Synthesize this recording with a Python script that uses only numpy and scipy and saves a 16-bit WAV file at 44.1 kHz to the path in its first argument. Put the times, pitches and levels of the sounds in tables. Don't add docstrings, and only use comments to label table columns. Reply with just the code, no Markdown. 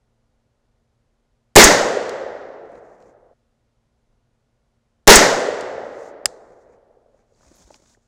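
import sys
import numpy as np
from scipy import signal
from scipy.fft import rfft, irfft
from scipy.io import wavfile
from scipy.ndimage import uniform_filter1d

SR = 44100
rng = np.random.default_rng(int(sys.argv[2]) if len(sys.argv) > 2 else 0)


def gain_from_db(level_db):
    decades = np.asarray(level_db, float) / 20
    return 10 ** decades


def to_wav(sig):
    pcm = np.clip(np.atleast_2d(sig), -1, 1) * 32767
    pcm = np.round(pcm).astype(np.int16)
    wavfile.write(sys.argv[1], SR, pcm.T)


N = 355887


def evened(x):
    return x / np.sqrt(np.mean(x ** 2) + 1e-20)


def read(points, hz):
    f, value = np.transpose(points)
    return np.interp(np.log(hz + 1), np.log(f + 1), value)


def add(mix, start_s, sound):
    part = mix[round(start_s * SR):][:len(sound)]
    part += sound[:len(part)]


def coloured(noise, spectrum):
    hz = np.fft.rfftfreq(len(noise), 1 / SR)
    return evened(irfft(rfft(noise) * gain_from_db(read(spectrum, hz)), len(noise)))


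def air():
    # f/Hz, level/dB per Hz
    wash = [(12, -33), (20, -4), (40, -4), (86, -11), (120, -8.5), (180, -20.5), (236, -16.5), (313, -22),
            (500, -18.5), (1050, -28), (2490, -36), (6660, -40), (11900, -50), (12800, -63.5)]
    # f/Hz, level/dB, waver/Hz
    hum = [
        (117, -78.5, 1.4),
        (231, -79, .6),
        (1440, -95, .5),
    ]
    out = gain_from_db(-67.5) * coloured(rng.standard_normal(N), wash)
    for hz, db, waver_hz in hum:
        drift = evened(uniform_filter1d(rng.standard_normal(N), 6000))
        phase = 2 * np.pi * np.cumsum(hz + waver_hz * drift) / SR
        out += gain_from_db(db) * np.sqrt(2) * np.sin(phase)
    return out


def burst(db, hz, width_hz, t60):
    t = np.arange(12000) / SR
    rise_s = 0.05 * t60
    swell = 1 - np.exp(-(t / rise_s) ** 2)
    puff = rng.standard_normal(len(t)) * swell * gain_from_db(-60 * t / t60)
    edges = np.clip([hz - width_hz / 2, hz + width_hz / 2], 30, SR / 2.2)
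    puff = signal.sosfilt(signal.butter(3, edges, "band", fs=SR, output="sos"), puff)
    return gain_from_db(db) * puff / abs(puff).max()


def blast():
    t = np.arange(SR // 2) / SR
    return gain_from_db(27) * (1 - t / 0.00067) * np.exp(-t / 0.0006)


def thump(delay, height, half_width_s):
    t = np.arange(SR // 2) / SR
    return height * np.exp(-((t - delay) / half_width_s) ** 2)


def dying(noise, spectrum, t60):
    grid = dict(nperseg=256, noverlap=192)
    hz, t, z = signal.stft(coloured(noise, spectrum), SR, **grid)
    fade = gain_from_db(-60 * t / read(t60, hz)[:, None])
    return signal.istft(z * fade, SR, **grid)[1][:len(noise)]


def slap(db, hz):
    t = np.arange(-600, 600) / SR
    cycles = 1.35
    return gain_from_db(db) * np.exp(-(t * hz / cycles) ** 2) * np.cos(2 * np.pi * hz * t)


def woods(trees):
    # f/Hz, level/dB per Hz
    near_colour = [(35, -50), (60, -25), (150, -10), (320, -4.5), (450, -3.5), (700, -11), (850, -4),
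                   (1300, -9.5), (1910, -1.5), (2700, -14), (4200, -12), (6740, -9.5), (9000, -22.5),
                   (16000, -28.5)]
    # f/Hz, t60/s
    near_t60 = [(60, 0.67), (250, 0.73), (600, 0.83), (2000, .55), (5000, .55), (8000, .5), (11000, .4),
                (16000, 0.33)]
    # f/Hz, level/dB per Hz
    far_colour = [(35, -44.5), (60, -28), (180, -24), (320, -13.5), (440, -5), (600, -5.5), (850, -11.5),
                  (980, -16.5), (1950, -14.5), (2350, -23), (7600, -21), (8800, -29), (12500, -32.5),
                  (16000, -36)]
    # f/Hz, t60/s
    far_t60 = [(60, 2.5), (250, 2.4), (550, 2.57), (900, 2.337), (2100, 1.75), (3000, 1.42), (6000, 1.15),
               (9000, .85), (12500, 0.52), (16000, .5)]
    # delay/s, size/dB, f/Hz
    slap_list = [(.076, -1, 442.7), (.1, -2.5, 568.5), (.138, 3, 572.8), (.173, 0, 600), (.249, 0.5, 610),
                 (.269, -1.5, 716), (.342, 0, 514), (.409, 4.5, 520), (.449, -6, 479), (.497, -5, 550),
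                 (.535, -5.5, 544), (.567, -7, 430), (.619, -5, 573), (.702, 1.5, 540), (.789, 1.5, 535.3),
                 (.891, -3, 524), (.942, 0.5, 594.8), (.966, -8, 527), (1.034, -2.5, 540),
                 (1.137, -1, 562.4), (1.246, -3, 598), (1.408, -6, 500), (1.588, -0.5, 568),
                 (1.668, 0.5, 510), (1.75, 1, 515), (1.832, 3, 576), (1.893, 5, 473), (1.983, 6.5, 570),
                 (2.067, 7, 560), (2.244, 7, 505)]
    t = np.arange(trees.shape[1]) / SR
    same = np.clip(0.95 - 0.24 * t, 0, 1)
    paths = same * trees + np.sqrt(1 - same ** 2) * rng.standard_normal(trees.shape)
    near = gain_from_db(3.5) * dying(paths[0], near_colour, near_t60) * (1 - np.exp(-t / 0.0012))
    far = gain_from_db(-12) * dying(paths[1], far_colour, far_t60) * (1 - np.exp(-t / 0.027))
    slaps, shade = np.zeros(len(t)), np.zeros(len(t))
    fall_db_per_s = 25
    for delay, db, hz in slap_list:
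        start = delay - 0.009
        add(slaps, start, slap(-2 + db - fall_db_per_s * delay, hz))
        add(shade, start, signal.windows.hann(1200))
    low = signal.sosfiltfilt(signal.butter(2, 1100, fs=SR, output="sos"), near + far)
    return near + far + slaps - 0.37 * np.minimum(shade, 1) * low


def shot(shot_s, trees):
    # delay/s, peak level/dB, centre f/Hz, width/Hz, t60/s
    action = [
        (-.0048, -8, 5980, 10010, .016),
        (.0002, 15.5, 6557, 2501, 0.022),
        (.003, 18.5, 460.1, 259.8, .08),
        (.003, 15, 881, 219.7, .06),
        (.003, 15.5, 3600, 4970, .15),
        (.079, 10.5, 7185, 3000, 0.036),
        (0.5334, -24.5, 5140, 5400, 0.015),
        (0.5333, -50, 12000, 7000, 0.009),
    ]
    # delay/s, height, half width/s
    thumps = [
        (.016, 2.5, .008),
        (.085, -.35, .003),
        (.093, 0.33, .007),
        (.14, -.03, .04),
        (.27, .012, 0.022),
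    ]
    out = np.zeros(N)
    add(out, shot_s, woods(trees))
    add(out, shot_s, blast())
    for delay, *shape in action:
        add(out, shot_s + delay, burst(*shape))
    for push in thumps:
        add(out, shot_s, thump(*push))
    return out


def hand():
    # f/Hz, level/dB per Hz
    rub = [(1500, -41.5), (2500, -15), (3500, -9.5), (5000, -5), (6800, 0.5), (8200, -8.5), (9500, -15.5),
           (12000, -25), (16000, -28.5)]
    # f/Hz, level/dB per Hz
    rumble_colour = [(12, -32), (20, -1), (81, -5), (118, -8), (200, -1.5), (467, -11.5), (528, -5.5),
                     (2500, -21), (3250, -55), (5500, -120)]
    # peak t/s, hold/s, hiss level/dB, rumble level/dB
    slides = [(2.75, .03, -71, -51.5), (2.86, .1, -75, -63), (3.02, 0.084, -74, -61), (5.851, .1, -67, -90),
              (5.99, .1, -60, -90), (6.5, .04, -75, -60), (6.62, .015, -74, -74), (6.73, .02, -78, -61),
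              (7.19, .02, -79, -67), (7.437, .11, -64.5, -61.5), (7.56, .08, -59.5, -59),
              (7.678, .05, -62, -62.5), (7.733, .03, -59, -60.5), (7.8, 0.062, -65.5, -64),
              (7.88, 0.058, -62, -64.5), (7.97, .1, -79, -80)]
    # t/s, peak level/dB, centre f/Hz, width/Hz
    ticks = [(2.718, -60, 7500, 6000), (2.754, -52, 2500, 4000), (3.003, -55, 4200, 8000),
             (3.024, -51, 4000, 5000), (5.891, -65, 9000, 5000), (6.724, -66, 7000, 2500),
             (7.347, -63, 4410, 700), (7.742, -37.5, 2810, 5170), (7.82, -57, 5000, 6000),
             (7.859, -54, 2500, 3000), (7.947, -52, 1700, 500)]
    # t/s, peak level/dB, centre f/Hz
    knocks = [(7.408, -50, 853), (7.432, -49, 850), (7.509, -44.5, 217), (7.672, -47, 306),
              (7.689, -51, 900), (7.704, -36.5, 643), (7.743, -47, 610), (7.795, -53, 380),
              (7.82, -53, 450), (7.971, -51.5, 450), (7.445, -52, 50), (7.61, -50, 45)]
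    t = np.arange(N) / SR
    grain = gain_from_db(1.6 * evened(uniform_filter1d(rng.standard_normal(N), 300)))
    hiss = evened(grain * coloured(rng.standard_normal(N), rub))
    rumble = evened(grain * coloured(rng.standard_normal(N), rumble_colour))

    peak_s, hold_s, hiss_db, rumble_db = np.transpose(slides)[:, :, None]
    rise_db_per_s, fall_db_per_s = 129, 500
    coarse = t[::64]
    before = np.maximum(peak_s - coarse, 0)
    after = np.maximum(coarse - peak_s - hold_s, 0)
    stroke_db = -rise_db_per_s * before - fall_db_per_s * after
    out = hiss * np.interp(t, coarse, gain_from_db((stroke_db + hiss_db).max(0)))
    out += rumble * np.interp(t, coarse, gain_from_db((stroke_db + rumble_db).max(0)))

    add(out, 7.54, burst(-58, 11500, 7000, 0.25))
    for tick_s, *shape in ticks:
        add(out, tick_s, burst(*shape, t60=0.012))
    for knock_s, db, hz in knocks:
        add(out, knock_s, burst(db, hz, 0.95 * hz, 11 / hz))
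    return out


def snap():
    # f/Hz, level/dB, t60/s
    modes = [(1700, -10, 0.01), (3600, -20, 0.015), (4978, 0, 0.0084), (5320, -7.5, .008),
             (5860, -10, 0.0091), (6910, -7.5, .01), (7470, -6, 0.0076), (7470, -6, 0.0073),
             (8100, -3, 0.006), (810, -28, 0.03)]
    # f/Hz, level/dB per Hz
    scatter_colour = [(300, -39), (1500, -8), (3000, -9), (4000, 0.5), (7500, 1), (10000, -15),
                      (16000, -38.5)]
    t = np.arange(SR // 2) / SR
    ring = np.zeros(len(t))
    for hz, db, t60 in modes:
        phase = 2 * np.pi * rng.random()
        ring += gain_from_db(db - 60 * t / t60) * np.sin(2 * np.pi * hz * t + phase)
    ring = ring * (1 - np.exp(-(t / 0.0007) ** 2))
    out = gain_from_db(4.5) * ring / abs(ring).max()
    add(out, 0, burst(-4.5, 5600, 10000, 0.014))
    add(out, 0, burst(-39, 110, 200, 0.076) + burst(-36, 470, 500, 0.025))
    fade = gain_from_db(-32.5 - 60 * t / 0.026) + gain_from_db(-47.5 - 60 * t / 0.15) + gain_from_db(-60.5 - 60 * t / 0.88)
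    scatter = coloured(rng.standard_normal(len(t)), scatter_colour)
    return out + scatter * fade * (1 - np.exp(-t / 0.0022))


def scene():
    shots = [
        1.5592,
        5.0752,
    ]
    change_s, change_fade_s = 3.337, 0.0035
    trees = rng.standard_normal((2, 3 * SR))
    t = np.arange(N) / SR
    first = shot(shots[0], trees) * np.clip((change_s - t) / change_fade_s, 0, 1)
    mix = first + shot(shots[1], trees)
    add(mix, 6.2566, snap())
    return (mix + hand() + air())[None]


def roll_off(x):
    return signal.sosfilt(signal.butter(12, 16500, fs=SR, output="sos"), x)


def record(dry):
    clipped = np.clip(dry, -1.06, 1.06)
    lowpass = signal.firwin(255, 15900, window=("kaiser", 9), fs=SR)
    limited = signal.oaconvolve(clipped, lowpass[None], "same")
    return roll_off(np.clip(limited, -1, 1))


dry = scene()
out = record(dry)
to_wav(out)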